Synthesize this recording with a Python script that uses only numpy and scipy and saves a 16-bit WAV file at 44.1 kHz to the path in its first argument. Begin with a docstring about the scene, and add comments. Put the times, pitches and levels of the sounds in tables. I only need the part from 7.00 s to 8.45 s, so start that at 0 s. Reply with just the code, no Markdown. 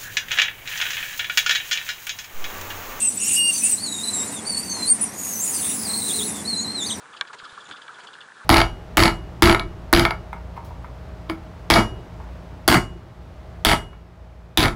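"""A steady wind-like rush with a fluttering hollow band and a rustling hiss lies over a lake shore.
Distant kingfishers rattle through it: a run of short, steeply falling chips, each with a brief
scattered echo. Close by, a hand-held camera's casing ticks and gives one sharp knock, ringing in the
same hollow modes. Friction makes it sing softly, and the grip scuffs, taps and shifts. Short hollow
pips are dotted through the background, with faint high squeaks and two soft low bumps."""
import sys
import numpy as np
from scipy import signal
from scipy.fft import rfft, irfft, next_fast_len
from scipy.io import wavfile
from scipy.ndimage import map_coordinates

SR = 44100
rng = np.random.default_rng(int(sys.argv[2]) if len(sys.argv) > 2 else 0)


def generate_wav(sig):
    """Save sig (samples, or channels by samples) to the path in sys.argv[1] as 16-bit PCM at SR."""
    pcm = np.round(np.clip(np.atleast_2d(sig).T, -1, 1) * 32767).astype(np.int16)
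    wavfile.write(sys.argv[1], SR, pcm)


N = 63945
TIME_S = np.arange(N) / SR


def amp(db):
    """Decibels to linear gain."""
    return 10 ** (np.asarray(db) / 20)


def unit(x):
    """Scale to rms 1."""
    return x / np.sqrt(np.mean(x ** 2) + 1e-20)


def along(points, hz):
    """Read a curve of (frequency, value) points on a log frequency axis."""
    freqs, values = np.transpose(points)
    return np.interp(np.log(np.abs(hz) + 1), np.log(freqs + 1), values)


def filtered(x, response):
    """Equalise x with a gain given as a function of frequency."""
    size = next_fast_len(N + SR // 2)
    return irfft(rfft(x, size) * response(np.fft.rfftfreq(size, 1 / SR)), size)[:N]


def noise(colour):
    """Noise of rms 1, coloured by (freq_hz, gain_db) points."""
    return unit(filtered(rng.standard_normal(N), lambda hz: amp(along(colour, hz))))


def wobble(rate_hz):
    """A smooth random curve with rate_hz knots a second."""
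    knots = rng.standard_normal(int(N * rate_hz / SR) + 4)
    return map_coordinates(knots, [TIME_S * rate_hz])


def gate(t, length_s, edge_s):
    """Open from 0 to length_s, with soft edges."""
    return np.sin(np.pi / 2 * np.clip(np.minimum(t, length_s - t) / edge_s + .5, 0, 1)) ** 2


def air():
    """A steady wind-like rush and a rustling hiss; the hollow middle band flutters."""
    # tone of each layer: freq_hz, gain_db
    rush_colour = [(25, -38), (65, -31.5), (100, -21), (150, -13), (280, -14), (450, -8.5), (650, -12),
                   (950, -5), (1200, -5.5), (1450, 0), (1750, -11.5), (2050, -15.5), (2330, -14),
                   (2600, -16), (2950, -19.5), (3400, -18.5), (4000, -21.5), (4800, -25), (7200, -23),
                   (10000, -27)]
    hollow_colour = [(900, -21), (1150, -3), (1400, -24), (1720, 7.5), (1950, -35), (2400, -39.5)]
    hiss_colour = [(1500, -28), (3000, 9), (4000, 9.5), (6000, -4), (10000, -8)]
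    # fader rides: time_s, level_db
    rush_ride = [(0, -48), (0.202, -48), (.37, -50.5), (0.499, -47.5), (.7, -49), (0.921, -48.5),
                 (1.101, -48.5), (1.26, -50), (1.34, -50.5), (1.45, -47.5)]
    hiss_ride = [(0, -60.5), (.15, -74), (.25, -63.5), (0.451, -57.5), (.6, -56), (.83, -64), (.93, -58.5),
                 (1.079, -64), (1.2, -62.5), (1.45, -60)]
    rush_db = np.interp(TIME_S, *np.transpose(rush_ride))
    hiss_db = np.interp(TIME_S, *np.transpose(hiss_ride))
    flutter_db = 6 * np.tanh(wobble(rate_hz=110))
    hollow = unit(noise(hollow_colour) * amp(flutter_db))
    rustle_db = 1.8 * wobble(rate_hz=45)
    hiss = amp(hiss_db + rustle_db) * noise(hiss_colour)
    return amp(rush_db) * (noise(rush_colour) + amp(-7) * hollow) + hiss


def casing_ring(contacts):
    """Every contact rings the casing; soft ones barely reach the high modes."""
    # modes of the casing: pitch_hz, level_db, t60_s
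    modes = [(477, -34.5, 0.085), (960, -13, 0.019), (1124, -15, 0.028), (1578, -1, 0.013),
             (1882, -13.5, 0.018), (2045, -18.5, .015), (2294, -15, 0.027), (2930, -3.5, 0.0052),
             (2850, -11, 0.012), (3403, 0, 0.0077), (4280, -5.5, 0.0066), (5410, -16, 0.013),
             (6870, -21, 0.014), (8850, -18.5, 0.0046)]
    out, t = np.zeros(N + SR), np.arange(SR // 10) / SR
    attack = 1 - np.exp(-t / .00008)
    low_cut = signal.butter(2, 525, "high", fs=SR, output="sos")
    for start_s, peak_db, brightness_hz in contacts:
        ring = np.zeros(len(t))
        for k, (hz, level_db, t60_s) in enumerate(modes):
            decay = amp(level_db + rng.standard_normal() - 60 * t / t60_s)
            ring += (-1) ** k * decay * np.cos(2 * np.pi * hz * t)
        high_cut = signal.butter(4, brightness_hz, fs=SR, output="sos")
        ring = signal.sosfilt(np.vstack([high_cut, low_cut]), ring * attack)
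        out[round(start_s * SR):][:len(t)] += amp(peak_db) * ring / np.abs(ring).max()
    return out[:N]


def ticks():
    """Light contacts tick on the casing."""
    # contacts: start_s, peak_db, brightness_hz
    touches = [(.0565, -38, 2400), (.2516, -33, 2500), (.3341, -35, 1900), (.6903, -33, 7500),
               (.699, -34, 2500), (.7118, -25, 4600), (.7130, -29, 3800), (.8809, -27, 3400),
               (.8838, -31, 1700)]
    return casing_ring(touches)


def kingfishers():
    """Each chip sags for an instant, then dives; the throat favours partials two and three."""
    # chips: fall_start_s, level_db, upper_partials_db, fall_length_s, hold_gain_db
    chips = [(0.132, -47, -11.5, 0.013, -7), (0.167, -42.5, -4.5, 0.0081, -11),
             (0.273, -48.5, -2.5, 0.009, -11), (0.329, -53.5, 3.5, 0.0071, -25),
             (0.385, -50.5, 1, 0.016, -30.5), (0.444, -53, 4, 0.012, 2), (0.497, -53.5, -1.5, 0.0094, 5.5),
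             (0.548, -53, -7.5, 0.016, -0.5), (0.6087, -50.5, -5, 0.0032, 6.5), (0.66, -51, -16, 0.0089, 3),
             (0.719, -46.5, -6, .008, 1.5), (0.728, -47, -9.5, 0.0047, 5.5), (0.765, -48, -7, 0.013, 3),
             (0.821, -45, -6, 0.0035, -2), (0.947, -49.5, -8.5, 0.0041, -2), (1.004, -48.5, -5, 0.0053, -8),
             (1.0715, -42, -6.5, 0.0053, -4), (1.136, -43.5, -6.5, 0.0068, -1), (1.21, -42, -10, 0.006, 0)]
    # tone of the throat and of a chip's gritty edge: freq_hz, gain_db
    throat = [(1200, -25), (2000, -7), (2400, -3), (3300, 0), (4500, -1), (5000, -2), (5450, -20),
              (9000, -35)]
    grit_colour = [(1800, -10.5), (2300, -3.5), (3200, -9), (4300, -2.5), (5400, -8), (6800, 7),
                   (9500, -9.5)]
    top_hz, sag_hz_per_s, fall_hz_per_s = 1740, 16000, 66000  # of the weak fundamental
    hold_s, edge_s = .0035, .002
    jitter, rasp_depth, rasp_hz = .024, .33, 1100
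    out = np.zeros(N)
    for fall_start_s, level_db, upper_db, fall_s, hold_db in chips:
        t = TIME_S - fall_start_s
        sag_hz = sag_hz_per_s * np.clip(t, -hold_s, 0)
        dive_hz = fall_hz_per_s * np.clip(t, 0, fall_s + edge_s)
        hz = (top_hz - sag_hz - dive_hz) * (1 + jitter * wobble(rasp_hz))
        phase = 2 * np.pi * np.cumsum(hz) / SR
        partials = sum(amp(db + along(throat, k * hz)) * np.sin(k * phase)
                       for k, db in enumerate([0, 0, upper_db, upper_db], 1))
        grit = amp(upper_db - 11) * noise(grit_colour)
        voice = np.sqrt(2) * partials + grit
        holding = np.clip(.5 - t / edge_s, 0, 1)  # 1 before the dive, 0 once it is under way
        envelope = gate(t + hold_s, hold_s + fall_s, edge_s) * amp(level_db + hold_db * holding)
        rasp = 1 + rasp_depth * wobble(rasp_hz)
        out += shore_echo(envelope * voice * rasp)
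    return out


def shore_echo(chip):
    """The shore adds one early reflection and a short scattered tail, new for every chip."""
    # tone of the tail: freq_hz, gain_db
    tail_colour = [(2000, -2), (2900, -5), (3200, -2), (3350, 7), (3550, -2), (3900, -2), (4700, 1),
                   (6000, -3)]
    reflection_s, reflection_db = .0085, -11
    predelay_s, t60_s, tail_db = .005, .075, -5.5
    tail = noise(tail_colour) * amp(-60 * TIME_S / t60_s) * (TIME_S > predelay_s)
    impulse = amp(tail_db) * tail / np.linalg.norm(tail)
    impulse[0] += 1  # direct sound
    impulse[round(reflection_s * SR)] += amp(reflection_db)
    return signal.fftconvolve(chip, impulse[:SR // 8])[:N]


def rubs():
    """Friction keeps the casing singing for a moment, at an unsteady pitch and level."""
    # rubs: start_s, length_s, level_db, pitch_hz
    strokes = [(0.134, 0.023, -45, 1230), (0.298, 0.013, -41.5, 1380), (0.403, 0.024, -44, 1330),
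               (0.436, 0.014, -40.5, 1534), (.450, 0.02, -41.5, 1364), (0.573, 0.0173, -40, 1400),
               (0.622, 0.013, -44.5, 1300), (0.736, 0.028, -43, 1350), (0.777, 0.027, -47, 1304),
               (0.888, 0.0234, -42, 1426), (0.91, 0.029, -49, 1300), (1.374, 0.013, -46.5, 1500),
               (1.412, 0.023, -45.5, 1390)]
    jitter, flutter_db, rate_hz = .11, 3, 330
    out = np.zeros(N)
    for start_s, length_s, level_db, pitch_hz in strokes:
        hz = pitch_hz * (1 + jitter * wobble(rate_hz))
        phase = 2 * np.pi * np.cumsum(hz) / SR
        tone = unit(np.sin(phase) * amp(flutter_db * wobble(rate_hz)))
        out += amp(level_db) * gate(TIME_S - start_s, length_s, edge_s=.002) * tone
    return out


def knock():
    """One sharp hit on the casing, then quick, duller rebounds."""
    # hit and rebounds: start_s, peak_db, brightness_hz
    hits = [(.2110, -7, 8800), (.2127, -16, 3250), (.2190, -27.5, 2360), (.2240, -28.5, 2470),
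            (.2310, -39, 2500)]
    return casing_ring(hits)


def pips():
    """Each hollow pip is a few cycles of one pitch that swell and die at once."""
    # pips: start_s, peak_db, pitch_hz
    notes = [(.2857, -38, 1670), (.4000, -33.5, 1560), (.4080, -32.5, 1500), (.4175, -36, 1450),
             (.5205, -39, 1600), (.535, -38, 1600), (.7140, -31, 1530), (.8190, -35.5, 1650),
             (.8525, -39.5, 1550), (.8669, -38.5, 1510), (.9677, -38.5, 1530), (.9860, -37, 1710),
             (1.0874, -39, 1490), (1.1533, -37, 1670), (1.1862, -35.5, 1630), (1.2200, -38, 1680),
             (1.2355, -39.5, 1650), (1.2865, -36, 1630), (1.3024, -39.5, 1710), (1.3202, -35.5, 1690),
             (1.3688, -35, 1500), (1.4017, -35.5, 1520), (1.4107, -37.5, 1410), (1.4360, -36.5, 1500)]
    rise_s, sharpness = .0014, 2.5
    out = np.zeros(N)
    for start_s, peak_db, hz in notes:
        t = np.maximum(TIME_S - start_s, 0)
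        swell = (t / rise_s * np.exp(1 - t / rise_s)) ** sharpness
        out += amp(peak_db) * swell * np.sin(2 * np.pi * hz * t)
    return out


def friction_noise(strokes, colour, edge_s):
    """Each stroke opens a short burst of coloured friction noise."""
    envelope = sum(amp(level_db) * gate(TIME_S - start_s, length_s, edge_s)
                   for start_s, length_s, level_db in strokes)
    return noise(colour) * envelope


def scuffs():
    """The grip scuffs in dry midrange bursts."""
    # scuffs: start_s, length_s, level_db
    strokes = [(.331, 0.02, -40.5), (.635, 0.045, -64), (.682, 0.043, -47), (.984, 0.022, -46.5),
               (1.034, 0.021, -45.5)]
    # their tone: freq_hz, gain_db
    colour = [(40, -40), (150, -23), (420, -19), (620, -1), (930, 5.5), (1300, 5), (2000, -0.5),
              (4000, -10), (5800, -13.5), (7000, -11), (10000, -21)]
    return friction_noise(strokes, colour, edge_s=.002)


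def squeaks():
    """Faint squeaks: flecks of friction in a narrow, high band."""
    # squeaks: start_s, length_s, level_db
    strokes = [(.334, 0.0043, -59.5), (.351, 0.0019, -47.5), (.642, 0.0046, -54), (.654, .003, -52.5),
               (.67, 0.0028, -50.5), (.681, 0.0025, -57.5), (.690, 0.0032, -49), (.699, .004, -50.5),
               (.712, 0.0028, -51)]
    # their tone: freq_hz, gain_db
    colour = [(5500, -33), (6500, -16.5), (7050, -6.5), (7500, -27), (8500, -23)]
    return friction_noise(strokes, colour, edge_s=.001)


def taps():
    """Dull taps on the grip ring only the low cavity modes."""
    # taps: start_s, level_db
    touches = [(.3395, -44), (.3518, -37.5), (1.0365, -45), (1.044, -42)]
    # modes of the cavity: pitch_hz, level_db, t60_s
    cavity = [(435, -2.5, 0.035), (690, -9.5, 0.021), (962, 0.5, 0.035), (1190, -9, .03)]
    rise_s = .0009
    out = np.zeros(N)
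    for start_s, level_db in touches:
        t = np.maximum(TIME_S - start_s, 0)
        ring = sum(amp(db - 60 * t / t60_s) * np.sin(2 * np.pi * hz * t) for hz, db, t60_s in cavity)
        out += amp(level_db) * ring * (1 - np.exp(-t / rise_s))
    return out


def grip_shifts():
    """The grip shifts with a dull, soft-edged swell of low noise."""
    # shifts: start_s, length_s, level_db
    strokes = [(.345, 0.015, -58.5), (.684, 0.045, -51)]
    # their tone: freq_hz, gain_db
    colour = [(30, -20), (100, 7.5), (280, 12), (550, 6.5), (900, -28.5)]
    return friction_noise(strokes, colour, edge_s=.031)


def bumps():
    """Single low pushes on the microphone, each a bell-shaped pulse."""
    # pushes: centre_s, peak_db
    pushes = [(0.431, -49.5), (0.528, -48)]
    width_s = .0014
    return sum(amp(db) * np.exp(-((TIME_S - centre_s) / width_s) ** 2) for centre_s, db in pushes)


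def scene():
    """Mono mix: the air bed, birds far off, background pips and handling noises close by."""
    impacts = ticks() + knock() + taps() + bumps()
    friction = rubs() + scuffs() + squeaks() + grip_shifts()
    return (air() + kingfishers() + pips() + impacts + friction)[None]


def record(dry):
    """The camera keeps nothing above its band limit."""
    top_hz = 10200
    return filtered(dry[0], lambda hz: hz < top_hz)[None]


dry = scene()
out = record(dry)
generate_wav(out)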